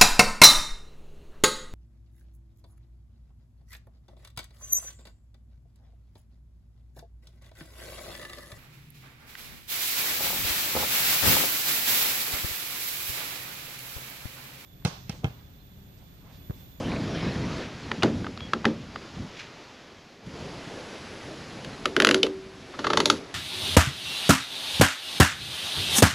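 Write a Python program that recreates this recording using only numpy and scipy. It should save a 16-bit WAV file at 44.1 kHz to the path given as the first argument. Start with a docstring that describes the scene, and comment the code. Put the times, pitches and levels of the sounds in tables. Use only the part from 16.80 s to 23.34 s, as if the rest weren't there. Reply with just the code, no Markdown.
"""Surf washes over shore rocks in the wind and fades, heard by one mono microphone outdoors. Then, beside a
parked vehicle, a plastic rod clamp on the roof rack is sprung open twice close by and, from further off, two
clamps are ratcheted shut tooth by tooth. Each click is a burst of micro-impacts ringing the clamp's shell, then
booming in the pipe and metal canopy under it. Shaped noise makes surf, wind, leaves and rubbing; sines make the
foam's bubbles, faint whistles, likely birds, and a brief thin tone."""
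import sys
import numpy as np
from scipy import signal
from scipy.fft import rfft, irfft, next_fast_len
from scipy.io import wavfile
from scipy.ndimage import uniform_filter1d, map_coordinates

SR = 44100
rng = np.random.default_rng(int(sys.argv[2]) if len(sys.argv) > 2 else 0)


def put_to_file(sound):
    """Save the sound as 16-bit audio at rate SR, in the file named by the first command-line argument."""
    columns = np.atleast_2d(sound).T  # one column per channel
    safe = np.clip(columns, -1, 1)
    whole_steps = np.round(safe * 32767)
    wavfile.write(sys.argv[1], SR, whole_steps.astype(np.int16))


N = 288458
TIME_S = np.arange(N) / SR


def amp(db):
    """Gain of a level in dB."""
    return 10 ** (np.asarray(db) / 20)


def unit(x):
    """Scaled to rms 1."""
    return x / np.sqrt(np.mean(x ** 2) + 1e-20)


def along(points, hz):
    """Interpolate (frequency [Hz], value) points on a log frequency axis."""
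    f, value = np.transpose(points)
    return np.interp(np.log(hz + 1), np.log(f + 1), value)


def curves(rows):
    """One value per sample for each column after the time."""
    s, *columns = np.transpose(rows)
    return [np.interp(TIME_S, s, column) for column in columns]


def wobble(rate):
    """A smooth random curve with rate knots a second."""
    knots = rng.standard_normal(int(N * rate / SR) + 4)
    return map_coordinates(knots, [np.arange(N) * rate / SR])


def filtered(x, response):
    """x passed through a complex response of frequency."""
    n = x.shape[-1]
    padded = next_fast_len(n + 4096)
    spectrum = rfft(x, padded) * response(np.fft.rfftfreq(padded, 1 / SR))
    return irfft(spectrum, padded)[..., :n]


def resonances(modes):
    """Causal response of (centre [Hz], width [Hz], level [dB]) resonances, alternating in sign."""
    def response(f):
        total = 0
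        for k, (centre, width, db) in enumerate(modes):
            mode = 1j * f * width / (centre * centre - f * f + 1j * f * width)
            total = total + (-1) ** k * amp(db) * mode
        return total
    return response


def rush(spectrum, patchy_db):
    """Coloured noise of rms 1, with patches of random gain in time and frequency."""
    z = signal.stft(rng.standard_normal(N), nperseg=512)[2]
    field = rng.standard_normal(z.shape)
    field = uniform_filter1d(uniform_filter1d(field, 6, 0), 10, 1)
    noise = signal.istft(z * amp(patchy_db * unit(field)), nperseg=512)[1][:N]
    return unit(filtered(noise, lambda hz: amp(along(spectrum, hz))))


BUBBLE_HZ, BUBBLE_SPREAD = 1400, .45  # middle pitch [Hz]; half the farthest pitch either way [natural log]
BUBBLE_CYCLES, BUBBLE_DB = 8.4, 3  # time scale of the life [cycles]; size relative to the foam [dB]


def bubbles(count):
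    """Air pockets pop in the foam during the first second: soft start, pitch rising."""
    out = np.zeros(N)
    for when, pitch, size in rng.random((count, 3)):
        hz = BUBBLE_HZ * np.exp(BUBBLE_SPREAD * 2 * (2 * pitch - 1))
        cycle = np.arange(SR // 20) * hz / SR
        age = cycle / BUBBLE_CYCLES
        level = amp(BUBBLE_DB - 4.6 * np.log(1 - size))  # a few bubbles are much louder
        pop = age * np.exp(-3 * age) * np.sin(2 * np.pi * cycle * (1 + .06 * age))
        out[round(when * SR):][:len(pop)] += level * pop
    return out


# Wave sheeting over the rocks: (time [s], level [dB])
FOAM_LEVEL = [(0, -43), (.15, -41.5), (.3, -40.5), (.45, -36), (.6, -42), (.8, -42), (.95, -52), (1.1, -90)]
# Colour of the wash: (frequency [Hz], relative density [dB per Hz])
WASH_COLOUR = [(150, -30), (300, 8), (500, 5.5), (800, -0.5), (1200, 0), (2200, -1.5), (3500, -7),
               (6000, -14), (8000, -46.5)]


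def surf():
    """Foam runs up the rocks and fades out: patchy noise and bubbles under one level."""
    level_db, = curves(FOAM_LEVEL)
    level = amp(level_db + 0.96 * wobble(25))
    return level * (rush(WASH_COLOUR, patchy_db=3.0) + bubbles(count=70))


# Slow course of the air: (time [s], wind on the microphone [dB], roar [dB], leaf hiss [dB])
AIR_LEVELS = [ (0, -31.5, -36, -60), (.3, -34.5, -39.5, -46.5), (.67, -33, -40.5, -45),
              (.82, -40, -42, -45.5), (.9, -48.5, -48.5, -47), (1.1, -42, -47.5, -45.5),
              (1.5, -44, -50, -50), (2.1, -43.5, -51, -50.5), (2.22, -51, -48.5, -48.5),
              (2.68, -55.5, -53.5, -50), (2.95, -60.5, -55, -51.5), (3.42, -58.5, -56.5, -56.5),
              (3.48, -50.5, -51, -51.5), (3.6, -46.5, -44, -47), (4.08, -52, -46, -45.5),
              (5.02, -46.5, -47, -47), (5.7, -51.5, -55, -52.5), (5.95, -56, -50, -48),
              (6.54, -53.5, -51, -49.5)]
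# Brief swells: (time [s], half length [s], lift of wind [dB], lift of roar [dB])
AIR_PUFFS = [(1.386, 0.14, 9.5, 6), (2.417, 0.097, 15, 4), (3.478, 0.04, 9.5, 1.5), (4.146, 0.054, -1, 7)]
# Colours of wind on the microphone, far surf and trees, leaves, and the finest leaf hiss:
# each (frequency [Hz], relative density [dB per Hz])
BUFFET_COLOUR = [(20, -29), (40, -10.5), (100, -2), (180, -1), (300, -5.5), (500, -48)]
ROAR_COLOUR = [(120, -38), (250, -3), (400, -2.5), (650, -7), (1000, -17), (1600, -26.5)]
LEAF_COLOUR = [(400, -5.5), (900, -1), (1500, -1.5), (2500, -3), (4500, -6.5), (7000, -10), (9000, -17.5)]
FIZZ_COLOUR = [(6000, -24), (8000, 10), (12000, 4.5), (16000, -25)]
# The finest hiss steps up here [s]; its level over the leaf hiss before and after [dB]
FIZZ_STEP_S, FIZZ_BEFORE_DB, FIZZ_AFTER_DB = 3.5, -14.5, -6.5


def outdoors():
    """Lumpy wind on the microphone over the roar and hiss of surf and leaves."""
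    buffet_db, roar_db, hiss_db = curves(AIR_LEVELS)
    for s, half, wind_lift_db, roar_lift_db in AIR_PUFFS:
        puff = np.clip(1 - np.abs(TIME_S - s) / half, 0, 1)
        buffet_db = buffet_db + wind_lift_db * puff
        roar_db = roar_db + roar_lift_db * puff
    step_s = [FIZZ_STEP_S - .1, FIZZ_STEP_S + 0.37]
    fizz_db = hiss_db + np.interp(TIME_S, step_s, [FIZZ_BEFORE_DB, FIZZ_AFTER_DB])
    gust = wobble(9)  # shared by wind, roar and leaves
    lumps = amp(0.39 * gust + 1.75 * wobble(35))
    buffet = amp(buffet_db) * unit(lumps * rush(BUFFET_COLOUR, patchy_db=-0.5))
    roar = amp(roar_db + 0.77 * gust) * rush(ROAR_COLOUR, patchy_db=2.0)
    hiss = amp(hiss_db + 0.12 * gust) * rush(LEAF_COLOUR, patchy_db=0.9)
    fizz = amp(fizz_db) * rush(FIZZ_COLOUR, patchy_db=0.0)
    return buffet + roar + hiss + fizz


# Thin notes, the first two likely birds, the last a brief thin tone: (time [s], length [s], pitch [Hz],
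# relative level [dB])
THIN_NOTES = [(.91, .16, 4310, -63), (2.11, .19, 4750, -64), (1.595, .085, 3310, -54)]


def thin_tones():
    """Thin level whistles: sines whose level and phase flutter in the wind."""
    out = np.zeros(N)
    for s, length, hz, db in THIN_NOTES:
        level = amp(db + 5 + 3.7 * wobble(38.6))
        gate = np.sin(np.pi * np.clip((TIME_S - s) / length, 0, 1)) ** 0.34
        out += level * gate * np.sin(2 * np.pi * hz * TIME_S + wobble(60))
    return out


def contact(t, t60):
    """Micro-impacts build up to one snap; a longer contact builds and fades more slowly and snaps less."""
    rise = .13 * t60
    envelope = np.where(t < rise, (t / rise) ** 1.5, amp(-60 * (t - rise) / t60))
    burst = envelope * rng.standard_normal(len(t))
    burst[round(rise * SR)] += 0.042 / t60  # the snap
    z = rfft(burst)
    colour = np.sqrt(uniform_filter1d(np.abs(z) ** 2, size=110))
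    force = irfft(z / colour, len(t))  # the force is broadband: even out its colour
    return force * (t < t[-1] / 2)


# Sound scattered off roof and trees: (frequency [Hz], t60 [s])
SCATTER_DECAY = [(300, 0.18), (1500, 0.12), (6000, 0.14), (14000, 0.27)]


def scattered(x):
    """A short diffuse tail; each frequency dies at its own speed."""
    hz, t, z = signal.stft(rng.standard_normal(len(x)), SR, nperseg=128)
    decay = amp(-60 * t / along(SCATTER_DECAY, hz)[:, None])
    tail = signal.istft(z * decay, SR, nperseg=128)[1]
    return signal.fftconvolve(x, tail / np.linalg.norm(tail))[:len(x)]


# Dense panel modes of the metal canopy: (centre [Hz], width [Hz], level [dB])
CANOPY_MODES = [(87, 11, -1), (132, 100, -6), (325, 170, 9.5), (588, 307, -2), (790, 180, -14.5)]


def rack_boom(t, rack, ring_db, drum_db, drum_t60):
    """Pipe modes ring as decaying sines while noise drums in the canopy's dense panel modes."""
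    boom = np.zeros(len(t))
    for hz, db, t60 in rack:
        level = amp(ring_db + db + rng.normal(0, 0.67))
        tone = np.sin(2 * np.pi * hz * t + rng.normal(0, 0.53))
        boom += level * np.exp(-np.log(1000) * t / t60) * tone
    part = t[:SR // 4]
    drum = unit(filtered(rng.standard_normal(len(part)), resonances(CANOPY_MODES)))
    boom[:len(part)] += drum * amp(drum_db - 60 * part / drum_t60)
    return boom * (1 - np.exp(-t / 0.0015))  # soft onset


# Modes of the clamp's plastic shell: (centre [Hz], width [Hz], level [dB])
SHELL_MODES = [(1343, 340, 2), (2176, 250, 4), (2530, 1830, 0), (3800, 930, 4), (4830, 480, 3),
               (5940, 1200, -0.5), (11100, 7300, -3.5)]


def clamp(clicks, touch, rack, lag, ring_db, drum_db, drum_t60, wet_db):
    """Each contact rings the shell, then after lag [s] the shock reaches rack and canopy."""
    out = np.zeros(N + SR)
    t, long = np.arange(SR // 6) / SR, np.arange(SR * 2 // 3) / SR
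    high_hz, high_db, full_t60, longer, bright_db, duller = touch
    for s, db, mode_hz, mode_db, boom_db in clicks:
        t60 = max(full_t60 - longer * db, .004)
        tilt_db = bright_db + duller * db
        # where the pawl lands favours one mode
        loudest = resonances([(mode_hz, 0.22 * mode_hz, mode_db), (high_hz, 0.2 * high_hz, high_db)])

        def shell(f):
            tilt = amp(tilt_db * np.log2(f / 2000 + 0.2))
            return (resonances(SHELL_MODES)(f) + loudest(f)) * tilt

        tick = filtered(contact(t, t60), shell)
        tick = tick / np.max(np.abs(tick))
        out[round(s * SR):][:len(t)] += amp(db) * (tick + amp(wet_db) * scattered(tick))
        boom = rack_boom(long, rack, ring_db, drum_db, drum_t60)
        out[round((s + lag) * SR):][:len(long)] += amp(db + boom_db) * boom
    return out[:N]


# Release catch, close by:
# (time [s], tick level [dB], favoured shell mode [Hz], its level [dB], boom over the tick [dB])
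CATCH_CLICKS = [ (1.1144, -15.5, 1970, 9.5, -14.5), (1.2225, -16, 2700, 10, -20),
                (1.231, -6, 864, 2.5, -6.5), (1.4435, -25, 1550, 6, -10), (1.4653, -26, 1310, 8, -33),
                (1.5741, -27, 4040, 15, -28), (1.6048, -29, 3540, 26, -35), (1.733, -10, 1370, 11, -16.5),
                (1.8435, -21, 1020, 13, -26), (1.852, -6, 1730, 11, -9.5), (2.158, -24, 1390, 7, -23)]
# Touch of this clamp: (upper mode [Hz], its level [dB], contact t60 of a 0 dB blow [s],
# t60 change per dB softer [s], brightness [dB per octave], dulling [dB per octave per dB softer])
CATCH_TOUCH = (3298, 1, .015, -.0001, -2.5, 0.27)
# Rack under the near clamp: (frequency [Hz], level [dB], t60 [s])
CATCH_RACK = [(121.9, -12, 0.42), (163.5, -9, 0.38), (224, 0.5, 0.25), (287, -2.5, 0.18), (400, -4.5, 0.1),
              (573, -8, 0.11), (825, -3.5, 0.06)]


def release_catch():
    """The near clamp is sprung open twice, its clicks booming in the rack."""
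    return clamp(CATCH_CLICKS, CATCH_TOUCH, CATCH_RACK, lag=0.00413,
                 ring_db=-5, drum_db=-6.5, drum_t60=0.26, wet_db=-15.5)


GRIP_DB_PER_S, LET_GO_DB_PER_S = 1200, 244  # rubbing sets in and dies away


def friction(strokes, modes, grain_db, grain_rate):
    """Grainy rubbing noise through the modes of what is rubbed; each stroke sets in, swells and dies away."""
    level = np.zeros(N)
    for start, end, start_db, end_db in strokes:
        swell_db = np.interp(TIME_S, [start, end], [start_db, end_db])
        onset_db = GRIP_DB_PER_S * np.clip(start - TIME_S, 0, 1)
        fade_db = LET_GO_DB_PER_S * np.clip(TIME_S - end, 0, 1)
        level += amp(swell_db - onset_db - fade_db)
    grains = amp(grain_db * wobble(grain_rate)) * rng.standard_normal(N)
    return level * unit(filtered(grains, resonances(modes)))


# A brief rustle: (start [s], end [s], start level [dB], end level [dB])
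RUSTLE_STROKES = [(2.53, 2.6, -57, -40.5)]
# Its broad modes: (centre [Hz], width [Hz], level [dB])
CLOTH_MODES = [(2060, 1000, 6), (3560, 1400, 3.5), (5400, 2300, -1)]


def rustle():
    """Cloth or a hand rubs briefly: grainy noise through broad modes."""
    return friction(RUSTLE_STROKES, CLOTH_MODES, grain_db=2.0, grain_rate=250)


# Faint ticks on the rack, and the ratchet teeth of both further clamps:
# (time [s], tick level [dB], favoured shell mode [Hz], its level [dB], boom over the tick [dB])
RACK_TICKS = [(3.461, -40, 3240, 12, -30), (4.845, -27.5, 1570, 10, -17)]
RATCHET_TEETH = [ (5.055, -7.5, 1280, 18.5, -14.5), (5.164, -4, 1420, 20.5, -12.5),
                 (5.200, -2.5, 1510, 19, -12.5), (5.220, -4, 1480, 15, -10), (5.247, 1.5, 1430, 15.5, -27),
                 (5.2694, -1.5, 1415, 15, -14.5), (5.2883, -4, 1580, 16, -10),
                 (5.310, -2.5, 1490, 13.5, -15), (5.3432, -3, 1420, 9, -13), (5.4302, -2, 3060, 26, -15),
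                 (5.464, -22.5, 1221, 15, -10), (5.935, -35.5, 1250, 13, -14),
                 (5.9875, -21.5, 1270, 9.5, -11), (6.041, -18, 1350, 17, -11.5),
                 (6.066, -13, 1140, 19, -18.5), (6.1, -13, 1150, 18.5, -13.5), (6.131, -10, 1270, 17, -15),
                 (6.171, -5, 1090, 16, -17), (6.201, -5, 1180, 15, -30), (6.2556, -2, 3600, 8.5, -23),
                 (6.299, -2, 1250, 14.5, -24)]
NEXT_CLAMP_S = 5.7  # teeth from here on belong to the second ratchet
# Touch of the first ratchet, columns as CATCH_TOUCH: (upper mode [Hz], its level [dB], contact t60 [s],
# t60 change per dB softer [s], brightness [dB per octave], dulling [dB per octave per dB softer])
FIRST_TOUCH = (3050, 10.7, .011, .0003, 2.83, .02)
# Rack under the first ratchet: (frequency [Hz], level [dB], t60 [s])
FIRST_RACK = [(230.7, -13, 0.42), (295.7, -5.5, 0.4), (382.5, -3.5, 0.77), (442, 2.5, 0.12),
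              (487, -6, 0.23), (614.5, -6.5, 0.12)]


def first_ratchet():
    """Faint ticks, then a clamp further off is ratcheted shut, the pawl snapping at each tooth."""
    teeth = [tooth for tooth in RATCHET_TEETH if tooth[0] < NEXT_CLAMP_S]
    return clamp([*RACK_TICKS, *teeth], FIRST_TOUCH, FIRST_RACK, lag=0.00294,
                 ring_db=-10, drum_db=-7.5, drum_t60=0.22, wet_db=-11.0)


# Toothed strap sliding under the pawl: (start [s], end [s], start level [dB], end level [dB])
STRAP_STROKES = [(5.18, 5.37, -54, -40.5), (6.0, 6.37, -49, -42.5)]


def strap_drag():
    """The strap rubs under the pawl: grainy noise through the plastic shell's modes."""
    return friction(STRAP_STROKES, SHELL_MODES, grain_db=3.0, grain_rate=600)


# Touch of the second ratchet, columns as CATCH_TOUCH: (upper mode [Hz], its level [dB], contact t60 [s],
# t60 change per dB softer [s], brightness [dB per octave], dulling [dB per octave per dB softer])
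SECOND_TOUCH = (4640, 7.4, .012, 0.001147, 2.6, 0.31)
# Rack under the second ratchet: (frequency [Hz], level [dB], t60 [s])
SECOND_RACK = [(87, -13, 0.42), (117, -10, 0.32), (163, -12.5, 0.57), (295, -9, 0.46), (391, -6, 0.59),
               (445, -6.5, 0.55), (596, 8, 0.067), (890, 5, 0.058)]


def second_ratchet():
    """Another clamp further off is ratcheted shut, on a stretch of rack with its own modes."""
    teeth = [tooth for tooth in RATCHET_TEETH if tooth[0] >= NEXT_CLAMP_S]
    return clamp(teeth, SECOND_TOUCH, SECOND_RACK, lag=0.0026,
                 ring_db=-7, drum_db=-4.0, drum_t60=0.41, wet_db=-6.5)


def scene():
    """Everything reaches one microphone, sent equally to two channels."""
    clamps = release_catch() + first_ratchet() + second_ratchet()
    rubbing = strap_drag() + rustle()
    mono = clamps + rubbing + thin_tones() + surf() + outdoors()
    return np.array([mono, mono])


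# Colour of the microphone housing: (frequency [Hz], gain [dB])
HOUSING = [(20, 3.5), (5000, 1.5), (7000, -3.5), (8300, -13), (8850, -19), (9050, -37), (9250, -18),
           (9700, -15.5), (10700, -7), (11600, -23.5), (13000, -27), (14000, -28), (16000, -49)]
TOP_HZ = 16200  # nothing passes from here up


def record(dry):
    """Housing colour, a trace of treble hiss that differs between channels, band limit."""
    # (frequency [Hz], gain [dB])
    trace_colour = [(10000, -120), (11500, -69.0), (13300, -76), (14000, -95)]
    trace = filtered(rng.standard_normal((2, N)), lambda hz: amp(along(trace_colour, hz)))
    housed = filtered(dry, lambda hz: amp(along(HOUSING, hz)))
    coloured = housed + trace * amp([[-3], [1.5]])
    return filtered(coloured, lambda hz: hz < TOP_HZ)


dry = scene()
out = record(dry)
put_to_file(out)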